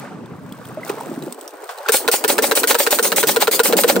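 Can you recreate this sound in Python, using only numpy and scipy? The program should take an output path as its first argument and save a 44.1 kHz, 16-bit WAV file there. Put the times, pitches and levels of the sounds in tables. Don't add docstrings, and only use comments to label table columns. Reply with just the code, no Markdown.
import sys
import numpy as np
from scipy import signal
from scipy.fft import rfft, irfft
from scipy.io import wavfile
from scipy.ndimage import uniform_filter1d

SR = 44100
rng = np.random.default_rng(int(sys.argv[2]) if len(sys.argv) > 2 else 0)


def store_pcm(level_fs):
    pcm = np.round(np.clip(level_fs, -1, 1) * 32767).astype(np.int16)
    wavfile.write(sys.argv[1], SR, np.atleast_2d(pcm).T)


N = 176400
CLOCK = np.arange(N) / SR
T = np.arange(SR // 3) / SR


def amp(db):
    return 10 ** (np.asarray(db) / 20)


def unit(x):
    return x / np.sqrt(np.mean(x ** 2) + 1e-20)


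def read(points, hz):
    f, value = np.transpose(points)
    return np.interp(np.log(hz + 1), np.log(f + 1), value)


def fall(t, t60, hold_s=0):
    return (t >= 0) * np.exp(-np.log(1000) * np.maximum(t - hold_s, 0) / t60)


def rise(seconds):
    return np.minimum(T / seconds, 1)


def add(mix, s, sound):
    part = mix[..., round(s * SR):][..., :sound.shape[-1]]
    part += sound[..., :part.shape[-1]]


def noise(size=N):
    return rng.standard_normal((2, size))


def colour(x, spectrum):
    gain = unit(amp(read(spectrum, abs(np.fft.fftfreq(4096, 1 / SR)))))
    taps = np.fft.ifft(np.exp(np.conj(signal.hilbert(np.log(gain))))).real[:2048]
    return signal.oaconvolve(x, taps[None], axes=1)[:, :N]


def drops(per_s, spread_db):
    sizes = amp(spread_db * np.minimum(rng.exponential(1, (2, N)), 4))
    return unit(np.sign(noise()) * sizes * (rng.random((2, N)) < per_s / SR))


def patchy(x, depth_db, width_hz, length_s):
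    hz, t, spectra = signal.stft(x, SR, nperseg=512, noverlap=384)
    across = np.fft.fftfreq(len(hz), hz[1])[:, None] * width_hz
    along = np.fft.fftfreq(len(t), t[1]) * length_s
    blur = np.exp(-2 * (across ** 2 + along ** 2))
    patches = unit(np.fft.ifft2(np.fft.fft2(rng.standard_normal(spectra.shape[1:])) * blur).real)
    return unit(signal.istft(spectra * amp(depth_db * patches), SR, nperseg=512, noverlap=384)[1][:, :N])


def bubble_tone(hz, t, glide_per_s):
    return np.sin(2 * np.pi * hz * t * (1 + glide_per_s * t / 2))


# t/s, lapping level/dB, trickle level/dB
WATER_LEVELS = [(0.0, -31, -49), (0.17, -41, -70), (0.406, -44, -57.5), (0.704, -38, -48),
                (0.798, -38.5, -58), (0.864, -33.5, -37), (0.9, -30, -31.5), (0.926, -31.5, -43),
                (1.4, -43.5, -46), (1.654, -41, -48.5), (1.694, -43, -40.5), (1.85, -34, -45.5)]
# f/Hz, level/dB
LAP_COLOUR = [(60, -39.5), (230, -53), (400, -3), (600, -3.5), (950, -2.5), (1500, -5.5), (2100, -13.5),
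              (4000, -18), (9000, -23.5), (15000, -36)]
# f/Hz, level/dB
TRICKLE_COLOUR = [(150, -47), (500, -11), (2000, -10), (3500, 0), (6500, -3.5), (9000, 2.5), (11000, -5),
                  (14500, -1)]


def waves_and_trickle(bubbles_per_s=700, ring_cycles=6.5, gain_db=-1.5):
    bubbles = np.zeros((2, N))
    t = T[:len(T) // 8]
    for when, pitch, size, pan in rng.random((int(bubbles_per_s * N / SR), 4)):
        hz = 350 + 2600 * pitch
        fade = np.exp(-t * hz / ring_cycles) * (1 - t / t[-1])
        bubble = amp(8.5 * size ** 2) * fade * bubble_tone(hz, t, glide_per_s=7)
        add(bubbles, when * N / SR, np.array([[pan], [1 - pan]]) * bubble)
    lap = unit(colour(unit(bubbles) + amp(6) * noise(), LAP_COLOUR))
    droplets = patchy(drops(per_s=160, spread_db=3), depth_db=3, width_hz=1400, length_s=0.0072)
    trickle = colour(droplets + amp(-6.5) * noise(), TRICKLE_COLOUR)
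    s, lap_db, trickle_db = np.transpose(WATER_LEVELS)
    lap *= amp(np.interp(CLOCK, s, lap_db))
    trickle *= amp(np.interp(CLOCK, s, trickle_db))
    return amp(gain_db) * (lap + trickle)


# t/s, level/dB, wind filter cut-off f/Hz
GUSTS = [(0, -37, 124), (.3, -36, 112), (.55, -36.5, 98), (.9, -36, 129), (1.2, -36, 144),
         (1.3, -32.5, 156), (1.38, -42, 259), (1.6, -37, 297), (1.71, -37, 436), (1.86, -40.5, 437),
         (1.95, -33, 273), (2.15, -34, 262), (2.4, -23.5, 204), (2.9, -33, 255), (3.25, -26, 153),
         (3.6, -28.5, 201), (3.85, -17.5, 191), (4, -18, 174)]


def breeze(top_ratio=2.24, lump_db=3.5):
    hz, t, spectra = signal.stft(noise(), SR, nperseg=2048, noverlap=1536)
    s, db, cutoff_hz = np.transpose(GUSTS)
    octaves = np.log2((hz[:, None] + 1) / np.interp(t, s, cutoff_hz))
    below_db = np.clip(72 * octaves, -34, 0)
    above_db = -12.5 * np.maximum(octaves - np.log2(top_ratio), 0)
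    gain = amp(below_db + above_db)
    gain /= np.linalg.norm(gain, axis=0)
    rumble = signal.istft(spectra * gain, SR, nperseg=2048, noverlap=1536)[1][:, :N]
    lumps = unit(uniform_filter1d(uniform_filter1d(noise()[0], size=900), size=600))
    return unit(rumble * amp(lump_db * lumps)) * amp(np.interp(CLOCK, s, db))


WATER_RISE_S = 0.0017
# t/s, level/dB, starting f/Hz, fade time/s
GULP_BUBBLES = [(.219, -27, 232, 0.094), (.52, -21, 180, 0.066), (.772, -23, 600, 0.081),
                (0.832, -24.5, 2030, 0.024), (.898, -13, 389, 0.036), (0.899, -38, 914, .04),
                (1.008, -25, 894, 0.045), (1.092, -21, 258, 0.052), (1.115, -18, 333, 0.034),
                (1.175, -16, 263, .05), (1.268, -19, 320, 0.039), (1.278, -23.5, 515, .04),
                (1.695, -47, 486, .05), (1.803, -31, 536, 0.15), (1.86, -19.5, 1450, 0.023)]


def gulps():
    out = np.zeros((2, N))
    for s, db, hz, t60 in GULP_BUBBLES:
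        shape = rise(WATER_RISE_S) * fall(T, t60, hold_s=WATER_RISE_S)
        add(out, s, amp(db) * shape * bubble_tone(hz, T, glide_per_s=3.5))
    return out


# t/s, level/dB, f/Hz
GUN_DRIPS = [(0.259, -39, 3560), (.5237, -28.5, 3370), (0.6536, -30, 3260), (.6878, -34, 8860),
             (0.8952, -18.5, 2520), (1.0091, -27.5, 9150), (1.2241, -26.5, 3940), (1.281, -43, 2980),
             (1.3245, -20.5, 8260), (1.3456, -33, 8000), (1.4114, -25.5, 7860), (1.478, -23.5, 5650),
             (1.6213, -36, 7100), (1.6413, -29, 8550), (1.785, -25.5, 4070)]


def drips():
    pings, ticks = np.zeros((2, N)), np.zeros(N)
    for s, db, hz in GUN_DRIPS:
        add(pings, s, amp(db - 3.5) * fall(T, t60=0.012) * np.sin(2 * np.pi * hz * T))
        add(ticks, s, amp(db - 6) * fall(T, t60=0.024))
    return pings + colour(ticks * noise(), TRICKLE_COLOUR)


# t/s, level/dB, fade time/s
HANDLING = [(.897, -21, 0.031), (1.69, -25.5, 0.14), (1.862, -28.5, 0.087), (1.881, -22, 0.021)]


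def scuffs():
    puffs = np.zeros(N)
    for s, db, t60 in HANDLING:
        add(puffs, s, amp(db) * rise(WATER_RISE_S) * fall(T, t60, hold_s=WATER_RISE_S))
    return colour(puffs * noise(), LAP_COLOUR)


RELEASE, SLAM, RETURN = range(3)
# f/Hz, fade time/s, then level/dB at release, slam and return
BODY_NOTES = [(552, 0.059, -41, -49, -9.5), (820, 0.023, -18, -20, -9), (990, 0.038, -18, -16, -22),
              (1394, 0.054, -19, -14.5, -26), (1523, 0.023, -31, -6.5, -20), (1765, 0.033, -25.5, -15, -27),
              (2211, 0.012, -17.5, -36.5, -10.5), (2650, 0.044, -20, -32, -48),
              (3986, 0.015, -13.5, -16, -13)]


def body_ring(blow, detune=0.027, spread_rad=0.76):
    out = np.zeros((2, len(T)))
    for hz, t60, *levels_db in BODY_NOTES:
        tune, side = rng.standard_normal(2)
        phase = 2 * np.pi * hz * (1 + detune * tune) * T + spread_rad * side * np.array([[1], [-1]])
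        out += rng.choice([-1, 1]) * amp(levels_db[blow]) * fall(T, t60) * np.sin(phase)
    return out


def chamber_thump(hz, wobble=0.098, wobble_s=0.002, settle_s=0.0016):
    pitch_wobble, level_wobble = wobble * unit(uniform_filter1d(noise(len(T)), int(wobble_s * SR)))
    pitch_hz = hz * (1 + 0.21 * np.exp(-T / settle_s) + pitch_wobble / 2)
    shape = rise(0.0012) * fall(T, t60=0.045, hold_s=0.0079)
    return (1 + level_wobble) * shape * np.sin(2 * np.pi * np.cumsum(pitch_hz) / SR)


# t/s, knock level/dB, thump level/dB, thump f/Hz, return delay/s, return level/dB
STROKES = [(1.8865, 2, -1, 460, 0.058, 3), (2.0782, 3, 0, 458, 0.062, 1.5), (2.2402, 0.5, -6, 447, .062, 4),
           (2.3814, 2, -0.5, 448, 0.06, 1.5), (2.5125, 3, -3, 455, .062, 2),
           (2.6336, 0, -5.5, 459, 0.077, 9), (2.7452, 1.5, -4, 465, 0.059, 2.5),
           (2.8658, 1.5, -4, 467.4, .062, 4), (2.9873, 0.5, -3, 460.2, 0.065, -2.5),
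           (3.1190, -1.5, -9.5, 450, 0.064, 2.5), (3.2297, -0.5, -2, 457.5, .063, 3.5),
           (3.3616, 1, 1, 466, .063, 8), (3.4723, -0.5, 0.5, 452, .063, -5),
           (3.5935, 8, 6.5, 471, 0.064, 1), (3.7257, -0.5, 3, 461, .063, 3),
           (3.836, 1, 5, 465, 0.063, 10.5), (3.9575, -5, 1, 467, 0.085, -14)]
# f/Hz, level/dB
CRACK_COLOUR = [(30, -7), (150, -52), (400, 7), (1400, 1), (2500, 0), (4200, -0.5), (6000, -5.5),
                (9000, -2.5), (11500, -8), (15000, -3.5)]


def piston(slam_s=0.0063, slide_s=0.0089):
    body, crack = np.zeros((2, N)), np.zeros(N)
    for s, knock_db, thump_db, hz, back_s, back_db in STROKES:
        add(body, s, amp(knock_db) * body_ring(RELEASE))
        add(body, s + slam_s, amp(knock_db) * body_ring(SLAM))
        add(body, s + slam_s, amp(thump_db - 7.5) * chamber_thump(hz))
        add(body, s + back_s, amp(back_db) * body_ring(RETURN))
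        release = amp(-10) * fall(T, t60=0.026)
        slam = amp(-9.5) * fall(T - slam_s, t60=0.041)
        add(crack, s, amp(knock_db) * np.hypot(release, slam))
        slide_back = np.exp(np.minimum(T - back_s, 0) / slide_s) * fall(T, t60=0.075, hold_s=back_s)
        add(crack, s, amp(back_db - 12.5) * slide_back)
    return body + colour(crack * noise(), CRACK_COLOUR)


def shell(x, low_hz=227, bass_db=-18):
    return signal.sosfilt(signal.butter(2, low_hz, "high", fs=SR, output="sos"), x) + amp(bass_db) * x


# t/s, level/dB
SQUIRTS = [(1.9207, 3.5), (2.1148, 1), (2.2788, 0), (2.4225, -1), (2.5525, -1.5), (2.6732, 1.5),
           (2.7868, 0), (2.9072, 0.5), (3.027, 0), (3.1612, 2), (3.271, 1), (3.4033, -8.5), (3.5122, -0.5),
           (3.6341, 1.5), (3.7678, 0.5), (3.879, -2), (3.9978, -4)]
# f/Hz, level/dB
JET_COLOUR = [(100, -31.5), (400, 0.5), (900, -11.5), (2000, -5), (3000, -4.5), (4000, -1.5), (6000, -1),
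              (8000, 2), (9600, 5), (10800, -1), (12000, -1.5), (13300, 0.5), (15500, 2.5)]


def jets(spit_db=2, spit_s=0.0033, sag_db_per_s=33):
    stream, spray = np.zeros(N), np.zeros(N)
    for s, db in SQUIRTS:
        pressure = amp(spit_db * np.exp(-T / spit_s) - sag_db_per_s * T)
        add(stream, s, amp(db - 11.5) * pressure * fall(T, t60=0.078, hold_s=0.049))
        shower = amp(-29.5) * fall(T, t60=0.13, hold_s=0.08)
        last_drops = amp(-40) * fall(T, t60=0.95, hold_s=0.08)
        add(spray, s, amp(db) * rise(0.013) * (shower + last_drops))
    wander = dict(depth_db=3.5, width_hz=300, length_s=0.073)
    hiss = patchy(noise() + 2.3 * drops(per_s=7000, spread_db=-0.5), **wander)
    spatter = patchy(drops(per_s=2500, spread_db=3), **wander)
    return colour(stream * hiss + spray * spatter, JET_COLOUR)


def splats(centre_hz=2380, width_hz=120, peak_s=0.031, swell_s=0.014):
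    out = np.zeros((2, N))
    swell = np.exp(-((T - peak_s) / swell_s) ** 2)
    for s, db in SQUIRTS:
        hz = centre_hz * np.exp(0.12 * rng.uniform(-1.03, 1))
        pocket = signal.iirpeak(hz, hz / width_hz, fs=SR)
        add(out, s, amp(db - 35) * swell * unit(signal.lfilter(*pocket, noise(len(T)))))
    return out


def plops(per_shot=7, low_hz=267.4, octaves=1.03, delay_s=0.091, span_s=0.12):
    out = np.zeros((2, N))
    shape = rise(WATER_RISE_S) * fall(T, t60=0.085)
    for s, *_ in STROKES:
        for when, pitch, size, pan in rng.random((per_shot, 4)):
            hz = low_hz * 2 ** (octaves * pitch)
            bubble = amp(-27.5 + 10 * size) * shape * bubble_tone(hz, T, glide_per_s=7)
            add(out, s + delay_s + span_s * when, np.array([[pan], [1 - pan]]) * bubble)
    return out


def scene():
    background = waves_and_trickle() + breeze()
    gun = shell(gulps() + drips() + scuffs() + piston()) + jets() + splats()
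    tail = noise(len(T)) * fall(T - 0.004, t60=0.037)
    echo = signal.oaconvolve(gun, tail / np.linalg.norm(tail[0]), axes=1)[:, :N]
    return background + gun + amp(-13) * echo + plops()


def limiter(x, threshold_db=-14, share_removed=0.48, recover_db_per_s=184):
    power_db = 10 * np.log10(abs(uniform_filter1d((x ** 2).mean(0), size=180)) + 1e-12)
    recovery_db = recover_db_per_s * CLOCK
    held_db = np.maximum.accumulate(power_db + recovery_db) - recovery_db
    excess_db = uniform_filter1d(np.maximum(held_db - threshold_db, 0), size=60)
    return x * amp(-share_removed * excess_db)


# f/Hz, likeness from 0 to 1
MIC_LIKENESS = [(100, .85), (500, .78), (1200, .48), (2500, .45), (4200, .45), (5500, .25), (7000, .4),
                (8500, .65), (9800, .75), (10600, .998), (12000, .998), (12600, .7), (13400, .95),
                (16000, .95)]
# f/Hz, phase/rad
LEFT_LEAD = [(100, .1), (500, .4), (900, -.2), (1300, .8), (2000, .6), (6200, .9), (7300, 1.8), (8000, -.2),
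             (9000, -.8), (9900, -1.7), (10700, -3.1), (11900, -3.1), (12600, -1.1), (13300, 0), (16000, 0)]


def record(dry, top_hz=15850):
    hz = np.fft.rfftfreq(N, 1 / SR)
    left, right = rfft(dry)
    likeness = read(MIC_LIKENESS, hz)
    mid = (left + right) / 2 * np.sqrt(1 + likeness)
    side = (left - right) / 2 * np.sqrt(1 - likeness)
    turn = np.exp(0.5j * read(LEFT_LEAD, hz))
    pair = irfft(np.array([(mid + side) * turn, (mid - side) / turn]), N)
    ducked = limiter(pair)
    rounded = ducked / (1 + ducked ** 4) ** (1 / 4)
    lowpass = signal.firwin(301, top_hz, window=("kaiser", 8), fs=SR)
    return signal.oaconvolve(rounded, lowpass[None], "same")


dry = scene()
out = record(dry)
store_pcm(out)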